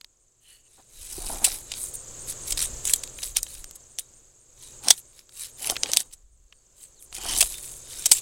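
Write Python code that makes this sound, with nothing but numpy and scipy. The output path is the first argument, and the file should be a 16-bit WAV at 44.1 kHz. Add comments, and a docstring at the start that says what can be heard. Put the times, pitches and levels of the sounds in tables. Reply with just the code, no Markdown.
"""A steel tape measure is pulled out in a summer garden, close to a body-worn microphone.
Katydids and a cricket rub their wings over a far machine hum. From 0.4 s the blade slides in
stick-slip strokes, scraping, ringing and crinkling; soon clothing rubs the microphone, a breeze
buffets it and its housing thuds. From 1.4 s the blade clacks against its case, in bouts to the end.
Near 6.5 s and 7 s a far bird whistles."""
import sys
import numpy as np
from scipy import signal
from scipy.fft import rfft, irfft
from scipy.io import wavfile

SR = 44100
rng = np.random.default_rng(int(sys.argv[2]) if len(sys.argv) > 2 else 0)


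def inscribe(sig):
    """Save sig as 16-bit PCM at rate SR to the path in sys.argv[1].

    A 1-D sig is mono; a 2-D sig holds one channel per row.
    Samples are clipped to [-1, 1] before scaling.
    """
    pcm = np.round(np.clip(np.atleast_2d(sig).T, -1, 1) * 32767)
    wavfile.write(sys.argv[1], SR, pcm.astype(np.int16))


N = 362061
TIME = np.arange(N) / SR


def undb(db):
    """Decibels to gain."""
    return np.exp(np.asarray(db) * (np.log(10) / 20))


def unit(x):
    """Scale to rms 1."""
    return x / np.sqrt(np.mean(x ** 2) + 1e-20)


def add(out, time_s, x):
    """Mix x in at time_s."""
    i = int(np.clip(time_s * SR, 0, N))
    out[i:i + len(x)] += x[:N - i]


def response(colour, size=1024):
    """Minimum-phase, unit-energy impulse response from (frequency [Hz], level [dB]) rows."""
    hz, db = np.transpose(colour)
    bins_hz = np.maximum(np.arange(size // 2 + 1) * SR / size, 1)
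    cepstrum = irfft(np.log(undb(np.interp(np.log(bins_hz), np.log(hz), db))))
    cepstrum[1:size // 2] *= 2
    cepstrum[size // 2 + 1:] = 0
    h = irfft(np.exp(rfft(cepstrum)))
    return h / np.linalg.norm(h)


def ring(x, h):
    """Drive a body of impulse response h with x."""
    return signal.oaconvolve(x, h)[:len(x)]


def band(x, hz, kind):
    """Butterworth low-, band- or high-pass."""
    return signal.sosfilt(signal.butter(4, hz, kind, fs=SR, output="sos"), x)


def noise(colour):
    """Steady coloured noise, rms 1."""
    return unit(ring(rng.standard_normal(N), response(colour, size=8192)))


def walk(rate_hz):
    """Smooth random wander, spread near 1."""
    return np.interp(TIME * min(rate_hz, 900), np.arange(8192), rng.standard_normal(8192))


def phase_of(hz):
    """Running phase [rad] of a varying frequency."""
    return 2 * np.pi * np.cumsum(hz) / SR


def slips(rate_hz, spread_db):
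    """Stick-slip impulses: many weak, a few strong."""
    fired = rng.random(N) < rate_hz / SR
    size = undb(spread_db * np.minimum(rng.exponential(size=N), 4))
    return unit(fired * size * rng.choice([-1, 1], N))


def swell(peak_s, length_s, rise=.47, roundness=1.7):
    """Envelope of one movement: rounded peak, steep ends."""
    u = (TIME - peak_s) / length_s
    away = np.minimum(np.maximum(-u / rise, u / (1 - rise)), 2)
    return undb(-20 * away ** roundness - 2 * away ** 10)


def movements(rows, column=2):
    """Power sum of a table's swells, levels from one dB column."""
    return np.sqrt(sum((undb(row[column]) * swell(row[0], row[1])) ** 2 for row in rows))


# open-air spectrum: (frequency [Hz], level [dB])
AIR_COLOUR = [(30, 10), (100, 0.5), (190, -7.5), (400, -4.5), (520, -3), (780, -12), (1100, -11.5),
              (2000, -17.5), (5000, -14), (9500, -15), (15000, -28.5)]
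def air(level_db=-5):
    """Open air: broad noise, slowly wavering."""
    return undb(level_db + walk(6)) * noise(AIR_COLOUR)


# distant insect band: (low edge [Hz], high edge [Hz])
CHORUS_BAND_HZ = [6370, 8240]
def chorus(level_db=-4):
    """Distant insects blur into a flickering hiss."""
    return undb(level_db + 1.4 * walk(100)) * unit(band(rng.standard_normal(N), CHORUS_BAND_HZ, "bandpass"))


def katydid(start_hz=8100, end_hz=6100, stroke_s=.022, cycle_s=.11, snap=.76):
    """Wing strokes in uneven threes; each falls in pitch and peaks near its end."""
    rasp_hz = 260 * walk(900)
    out, u = np.zeros(N), np.arange(0, 1, 1 / (stroke_s * SR))
    shape = np.sqrt(np.sin(np.pi * u)) * (1 - snap + snap * np.exp(-((u - .88) / .054) ** 2))
    starts_s = (np.arange(84)[:, None] + [0, .42, .76]).ravel() * cycle_s
    for time_s, (late, sharp, loud) in zip(starts_s, rng.standard_normal((len(starts_s), 3))):
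        hz = (start_hz + (end_hz - start_hz) * u) * (1 + .007 * sharp)
        hz += rasp_hz[int(time_s * SR) % (N // 2):][:len(u)]
        add(out, time_s + .0024 * late, undb(2 * loud) * shape * np.sin(phase_of(hz)))
    return unit(out)


def hum(hz=123.3, level_db=-15):
    """A far machine drones: wavering fundamental plus third harmonic."""
    phase = phase_of(hz * (1 + walk(10) / 100))
    return undb(level_db + 2 * walk(10)) * (np.sin(phase) + .5 * np.sin(3 * phase))


# dry ticks of case and blade: (time [s], level [dB], pitch [Hz])
CREAKS = [(0.012, -40.5, 4000), (.045, -39, 3970), (1.266, -30.5, 5240), (2.592, -20.5, 6540),
          (2.879, -28, 7200), (3.076, -39, 4500), (3.188, -37, 2720), (3.269, -42, 4500),
          (3.466, -40, 3010), (3.643, -31.5, 6070), (3.711, -34.5, 8500), (4.916, -26, 5500),
          (5.192, -40.5, 5540), (5.293, -47, 4200), (5.757, -34, 2590), (5.766, -24.5, 2750),
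          (5.859, -31, 2800), (6.525, -46.5, 2450), (7.127, -36.5, 3960), (7.151, -27.5, 9450)]
def creaks(decay_cycles=6):
    """Case and blade creak in the hand: a contact slips once and rings briefly."""
    out, t = np.zeros(N), TIME[:1024]
    for time_s, level_db, hz in CREAKS:
        body = response([(hz / 6, -16), (hz / 2, -9), (hz, 0), (hz * 2, -11), (hz * 5, -28)])
        fade = np.exp(-t * hz / decay_cycles)
        tick = ring(fade * rng.standard_normal(len(t)), body)
        add(out, time_s, undb(level_db) * 2 * tick * np.linalg.norm(fade) / np.linalg.norm(tick))
    return out


# cricket pace: (start [s], chirp period [s])
CRICKET_PACE = [(.19, .222), (2.6, .251), (4.3, .226), (5.45, .262), (6.25, .229)]
def cricket(hz=8650, waver_hz=120, pulse_hz=135, chirp_s=.06):
    """Eight-pulse chirps on one high note, about four a second."""
    gate, t = np.zeros(N), TIME[:int(chirp_s * SR)]
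    chirp = np.sqrt(np.sin(np.pi * t / chirp_s)) * np.sin(np.pi * pulse_hz * t) ** 2
    time_s = CRICKET_PACE[0][0]
    while time_s < N / SR:
        add(gate, time_s, undb(rng.standard_normal()) * chirp)
        time_s += [period_s for start_s, period_s in CRICKET_PACE if start_s <= time_s][-1]
    return gate * np.sin(phase_of(hz + waver_hz * walk(480)))


# blade strokes: (peak time [s], length [s], flex level [dB], edge level [dB])
BLADE_STROKES = [(.515, 0.22, -60.5, -55), (.76, 0.27, -61, -62), (1.08, 0.39, -46, -45.5),
                 (1.28, 0.73, -42, -38), (1.465, 0.078, -25, -26.5), (1.52, 0.19, -38, -34),
                 (1.74, 0.19, -41.5, -63), (1.83, 0.18, -47.5, -32), (1.95, 0.044, -51, -34.5),
                 (2.3, 0.1, -43.5, -36), (2.49, 0.091, -39, -35), (2.615, 0.13, -33.5, -31),
                 (2.89, 0.11, -36.5, -29), (3.24, 0.17, -41.5, -37.5), (3.372, 0.046, -24, -37),
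                 (3.53, 0.21, -46, -43), (3.76, 0.024, -56, -41), (4.66, 0.22, -49, -55),
                 (4.88, 0.11, -33, -42), (4.981, 0.058, -48, -41), (5.18, 0.15, -56, -61),
                 (5.41, 0.2, -41.5, -43), (5.665, 0.19, -32, -35), (5.713, 0.029, -34, -26.5),
                 (5.895, 0.089, -31, -50), (6.005, 0.045, -35.5, -30), (6.13, 0.048, -49.5, -50.5),
                 (6.82, 0.15, -56, -50.5), (7.03, 0.083, -85, -47), (7.16, 0.086, -39, -41),
                 (7.3, 0.28, -28, -40), (7.41, 0.12, -53, -26), (7.51, 0.32, -41, -36.5),
                 (7.66, 0.41, -54, -43), (8.01, 0.47, -40.5, -42), (8.13, 0.033, -26, -14.5),
                 (8.166, 0.087, -34.5, -29)]
def blade_motion(column, quiver_db=-25):
    """Blade drive envelope: strokes plus the quiver after each clack."""
    power = movements(BLADE_STROKES, column) ** 2
    for row in CASE_CLACKS:
        quiver = np.exp(-np.log(1000) * TIME[:SR // 2] / grip_t60(row[0]))
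        add(power, row[0], (undb(row[column] + quiver_db) * quiver) ** 2)
    return np.sqrt(power)


# clusters of close blade modes: (centre [Hz], width [Hz], level [dB])
BLADE_MODES = [(3380, 520, -2.5), (3670, 310, -8), (5910, 3800, -2), (8630, 1800, 2.5)]
def steel(colour, tail_db, t60_s=.06, count=14):
    """Thin blade's impulse response: dry tick, then ringing; each bend shifts the colour."""
    t, bend = TIME[:SR // 8], rng.uniform(.93, 1.07)
    modes = np.zeros(len(t))
    for hz, width_hz, db in BLADE_MODES:
        partials_hz = hz + width_hz * rng.uniform(-.54, .5, (count, 1))
        modes += undb(db) * np.sin(2 * np.pi * (partials_hz * t + rng.random((count, 1)))).sum(axis=0)
    modes *= np.exp(-np.log(1000) * t / t60_s)
    h = undb(tail_db) * modes / np.linalg.norm(modes)
    h[0] += 1
    return ring(h, response([(hz * bend, db) for hz, db in colour]))


# friction unevenness: (time [s], spread [dB])
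FRICTION_SPREAD = [(1.9, 1.9), (2.5, 3.1)]
def jerkiness():
    """Friction spread [dB]: the blade first glides, then catches."""
    return np.interp(TIME, *np.transpose(FRICTION_SPREAD))


def reflections(x, count=3, hold_s=.04, longest_s=.004, echo_gain=.4):
    """Slips echo along the blade off fingers and case; delays change as the hand shifts."""
    out, hop, size = np.zeros(N), int(hold_s * SR), int(longest_s * SR)
    window = np.sin(np.pi * np.arange(2 * hop) / (2 * hop))
    for i in range(0, N, hop):
        h = np.zeros(size)
        h[0] = 1
        h[rng.integers(10, size, count)] = echo_gain * rng.choice([-1, 1], count)
        piece = x[i:i + 2 * hop]
        add(out, i / SR, signal.fftconvolve(piece * window[:len(piece)], h))
    return unit(out)


# sliding blade spectrum: (frequency [Hz], level [dB])
SCRAPE_COLOUR = [(500, -21.5), (1400, -18.5), (2300, -16.5), (3200, -12), (4600, -11), (6000, -12),
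                 (8000, -1), (9500, 1.5), (11000, -3), (13000, -8.5), (15500, -13)]
def scrape(flex, edge, edge_db=-2, split_hz=6300):
    """The blade jerks through case mouth and fingers; each slip rings it."""
    jerk_db = jerkiness()
    friction = slips(rate_hz=2500, spread_db=4.5) * undb(jerk_db * walk(110))
    # the wandering contact point favours different bands
    bounds_hz = np.geomspace(900, 16500, 13)
    drifts = [undb(2.5 * walk(14)) for _ in bounds_hz[1:]]
    friction = sum(band(friction, [lo, hi], "bandpass") * drift * undb(jerk_db * walk(130))
                   for lo, hi, drift in zip(bounds_hz, bounds_hz[1:], drifts))
    friction = reflections(friction)
    drive = flex * unit(band(friction, split_hz, "lowpass"))
    drive += undb(edge_db) * edge * unit(band(friction, split_hz, "highpass"))
    out, hold = np.zeros(N), SR // 4
    for i in range(0, N, hold):  # the close modes change with the grip
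        add(out, i / SR, signal.fftconvolve(drive[i:i + hold], steel(SCRAPE_COLOUR, tail_db=-17.5)))
    return out


# grips, each freeing another blade length: (start [s], pitch [Hz], level re flex [dB], t60 [s])
BLADE_GRIPS = [(0, 2953, 8, .2), (.68, 3867, -6, 0.14), (5.55, 3130, -8, 0.14), (7.45, 3735, -3.5, 0.26)]
# free blade's bending modes: (pitch multiple [-], level [dB])
BENDING_MODES = [(.63, -16), (1, -5), (1.44, -9.5)]
def singing(flex, width_hz=170, rough_db=2, wander=.022):
    """Slips keep the bending modes ringing, fitfully and at wavering pitch."""
    fade, out = np.exp(-np.pi * width_hz * TIME[:SR // 16]), 0
    start_s, hz, grip_db, _ = np.transpose(BLADE_GRIPS)
    grip = np.maximum(np.searchsorted(start_s, TIME) - 1, 0)
    for ratio, db in BENDING_MODES:
        phase = phase_of(ratio * hz[grip] * (1 + wander * walk(20)))
        mode = sum(ring(slips(rate_hz=1100, spread_db=1.5), fade) * wave(phase)
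                   for wave in (np.sin, np.cos))
        out += undb(db) * unit(mode * undb(rough_db * walk(20)))
    return out * undb(grip_db[grip]) * flex


def grip_t60(time_s):
    """Ring time [s] that the current grip allows."""
    return [t60_s for start_s, _, _, t60_s in BLADE_GRIPS if start_s <= time_s][-1]


def crinkles(flex, edge, rate_hz=150, decay_s=.001, grit=.12, gain=2.506):
    """The moving curved blade snaps in tiny buckles, each at its own pitch."""
    out, t = np.zeros(N), TIME[:600]
    for when, height, size, offset in rng.random((int(rate_hz * N / SR), 4)):
        hz, i = 2900 * 4 ** height, int(when * N)
        motion = flex[i] ** (1 - height) * edge[i] ** height
        cycles = hz * t + offset + grit * np.cumsum(rng.standard_normal(len(t)))
        add(out, i / SR, size ** 2 * motion * np.exp(-t / decay_s) * np.sin(2 * np.pi * cycles))
    return gain * band(out, 1800, "highpass") * jerkiness()


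# microphone housing spectrum: (frequency [Hz], level [dB])
HOUSING_COLOUR = [(90, -5), (380, 3.5), (1050, -6), (1600, -16.5), (3000, -31.5)]
# cloth rubs: (peak time [s], length [s], swish level [dB], hollow level [dB])
CLOTH_RUBS = [(.795, 0.047, -60, -55.5), (1.36, 0.55, -46, -47), (4.87, 0.15, -47, -45.5),
              (5.68, 0.19, -48.5, -46), (5.9, 0.34, -51, -53.5), (7.31, 0.39, -45, -43.5)]
def clothing(hollow_hz=740, width_hz=150, wander=.13, jerk_db=3):
    """Cloth swishes over the housing and rings its hollow, shifting the note as it covers it."""
    friction = slips(rate_hz=2000, spread_db=2) * undb(jerk_db * walk(70))
    swish = unit(ring(friction, response(HOUSING_COLOUR)))
    carrier = np.exp(1j * phase_of(hollow_hz * np.exp(wander * walk(40))))
    fade = np.exp(-np.pi * width_hz * TIME[:SR // 10])
    hollow = unit(np.real(ring(friction * carrier.conj(), fade) * carrier))  # moving resonance
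    return swish * movements(CLOTH_RUBS) + hollow * movements(CLOTH_RUBS, column=3)


# wind buffet spectrum: (frequency [Hz], level [dB])
BUFFET_COLOUR = [(12, -5), (25, 4.5), (55, -5), (100, -19), (200, -35), (600, -56.5)]
# puffs of air: (peak time [s], length [s], level [dB])
PUFFS = [(1.29, 0.69, -35.5), (2.65, 0.56, -40), (3.42, 0.6, -37.5), (6.27, 0.65, -52), (7.37, 0.52, -36)]
def breeze(calm_db=-73):
    """Air buffets the microphone: low puffs over a faint draught."""
    flutter = undb(4 * walk(16))
    return unit(noise(BUFFET_COLOUR) * flutter) * (movements(PUFFS) + undb(calm_db))


# housing thuds: (time [s], pitch [Hz], level [dB])
HOUSING_BUMPS = [(1.181, 408, -31), (1.298, 690, -29), (1.419, 734, -35.5), (1.474, 765, -31),
                 (4.874, 713, -28.5), (5.700, 700, -27), (5.721, 745, -28), (5.842, 470, -36.5),
                 (5.894, 520, -32), (7.254, 743, -27.5), (7.425, 697, -28.5)]
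def bumps(note_db=-3.5, knock_db=-6, decay_s=.0033, sag_per_s=8):
    """The housing thuds: a dull knock with a short sagging note."""
    out, t = np.zeros(N), TIME[:SR // 16]
    contact = t / decay_s * np.exp(1 - t / decay_s)
    for time_s, hz, level_db in HOUSING_BUMPS:
        body = response([(hz / 4, -10), (hz, 0), (hz * 2, -10), (hz * 6, -40)])
        knock = undb(knock_db) * unit(ring(rng.standard_normal(len(t)), body))
        note = undb(note_db) * np.sin(phase_of(hz * np.exp(-sag_per_s * (t - decay_s))))
        add(out, time_s - decay_s / 2, undb(level_db) * contact * (note + knock))
    return out


# struck blade spectrum: (frequency [Hz], level [dB])
CLACK_COLOUR = [(150, -32.5), (700, -11), (1300, -18.5), (2200, -13.5), (3100, -5.5), (4000, -4),
                (5500, -4.5), (6800, -0.5), (8700, 10), (10200, 2), (11700, -0.5), (15500, -7.5)]
# blade hits case: (time [s], chatter [ms], flex level [dB], edge level [dB], main ring [Hz])
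CASE_CLACKS = [(1.4423, 4.6, -19.5, -12.5, 2900), (1.717, 2.1, -26, -35, 2900),
               (1.7381, 0.48, -24.5, -50, 2620), (2.521, 2.9, -23, -24.5, 5050),
               (2.573, 3.3, -25, -29.5, 4260), (2.604, 1, -21, -33, 4130), (2.6254, 1.4, -24, -35, 6460),
               (2.852, 1.7, -26, -22, 6300), (2.935, 1.4, -15.5, -9, 4180), (2.96, 1.0, -41, -23, 5550),
               (3.035, 1.8, -28.5, -30, 5070), (3.229, 3.6, -27.5, -32.5, 4970),
               (3.368, 1.45, -17, -13, 5940), (3.43, 0.84, -26, -17.5, 6250),
               (3.9864, 0.58, -20, -26, 6200), (3.991, 3.3, -39.5, -26.5, 4080),
               (4.884, 0.94, -9.5, -15.5, 5680), (4.9039, 2.9, -4, -10, 5630),
               (5.6977, 1.25, -16, -25, 6100), (5.8337, 0.81, -11, -29.5, 5130),
               (5.9171, 0.31, -20, -19, 6100), (5.9345, 0.17, -6, -12.5, 5940),
               (5.9646, 1, -21, -24.5, 5700), (5.97, 1.06, -9.5, -9.5, 4600),
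               (6.0034, 1, -26.5, -22.5, 6150), (7.348, 1.6, -33, -29, 5200), (7.3636, 1.1, -24, -25, 5350),
               (7.406, 4.1, -15.5, -12.5, 2630), (7.4265, 1.1, -14.5, -23, 2650),
               (8.0564, 4.4, -18, -15.5, 6060), (8.1142, 3.5, -10.5, -7, 5030)]
def clacks(graze_s=.0076, graze_db=-23.5, thud_db=-19, main_db=-5, main_width_hz=550):
    """The blade grazes the case, then chatters on it: case thud, bending, edges, one lasting mode."""
    low_hz, high_hz = 1800, 6500
    sing_hz, sing_db, flex_cap_db = 3800, -20, -24
    out, t = np.zeros(N), TIME[:SR // 4]
    graze = undb(graze_db) * (t < graze_s) * t / graze_s
    for time_s, chatter_ms, flex_db, edge_db, main_hz in CASE_CLACKS:
        u = np.maximum(t - graze_s, 0) / (max(chatter_ms, .2) / 1000)
        contact = np.sqrt(u) * np.exp((1 - u ** 2) / 4) + graze
        hit = ring(contact * rng.laplace(size=len(t)), steel(CLACK_COLOUR, tail_db=-17, count=30))
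        main = ring(hit, np.exp(-np.pi * main_width_hz * t) * np.cos(2 * np.pi * main_hz * t))
        bending = unit(band(hit, [low_hz, high_hz], "bandpass"))
        bending += undb(main_db) * unit(band(main, [low_hz, high_hz], "bandpass"))
        thud, edges = band(hit, low_hz, "lowpass"), band(hit, high_hz, "highpass")
        for part, db in (thud, flex_db + thud_db), (bending, flex_db), (edges, edge_db):
            add(out, time_s - graze_s, undb(db) * np.linalg.norm(contact) * part / np.linalg.norm(part))
        sing = np.exp(-np.log(1000) * t / grip_t60(time_s)) * np.sin(2 * np.pi * sing_hz * t)
        add(out, time_s, undb(min(flex_db, flex_cap_db) + sing_db) * sing)
    return out


# far whistles: (time [s], length [s], start pitch [Hz], end pitch [Hz], level re garden [dB])
BIRD_WHISTLES = [(6.472, 0.2, 4590, 4450, -14), (6.955, 0.062, 4550, 3100, -6)]
def bird():
    """Thin wavering whistles, near level or falling."""
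    out, waver_hz = np.zeros(N), 80 * walk(400)
    for time_s, length_s, start_hz, end_hz, db in BIRD_WHISTLES:
        u = np.arange(0, 1, 1 / (length_s * SR))
        hz = start_hz + (end_hz - start_hz) * u ** 1.4 + waver_hz[:len(u)]
        add(out, time_s, undb(db) * np.sqrt(np.sin(np.pi * u)) * np.sin(phase_of(hz)))
    return out * undb(2 * walk(90))


# outdoor background: (time [s], level [dB])
GARDEN_LEVEL = [(.3, -65), (.85, -59.5), (1.3, -46.5), (2.75, -38), (3.14, -44.5), (4.45, -58), (4.77, -46),
                (5.24, -59.5), (5.8, -42), (6.28, -68), (6.7, -60), (7.1, -54.5), (7.6, -46)]
def garden(cricket_db=4.5, katydid_db=-7):
    """Air, insects, bird and hum, all relative to one rising and falling level."""
    bed = air() + chorus()
    insects = undb(cricket_db) * cricket() + undb(katydid_db) * katydid()
    return (bed + insects + bird() + hum()) * undb(np.interp(TIME, *np.transpose(GARDEN_LEVEL)))


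def scene():
    """Tape measure close by, noise on the microphone, garden behind; mono."""
    flex, edge = blade_motion(column=2), blade_motion(column=3)
    tape = clacks() + scrape(flex, edge) + singing(flex) + crinkles(flex, edge) + creaks()
    return (tape + clothing() + bumps() + breeze() + garden())[None]


def record(dry):
    """The hardest knocks clip the input; steep low-pass at 16 kHz."""
    lowpass = signal.ellip(10, .2, 70, 16000, fs=SR, output="sos")
    return signal.sosfilt(lowpass, np.clip(dry, -1, 1))


dry = scene()
out = record(dry)
inscribe(out)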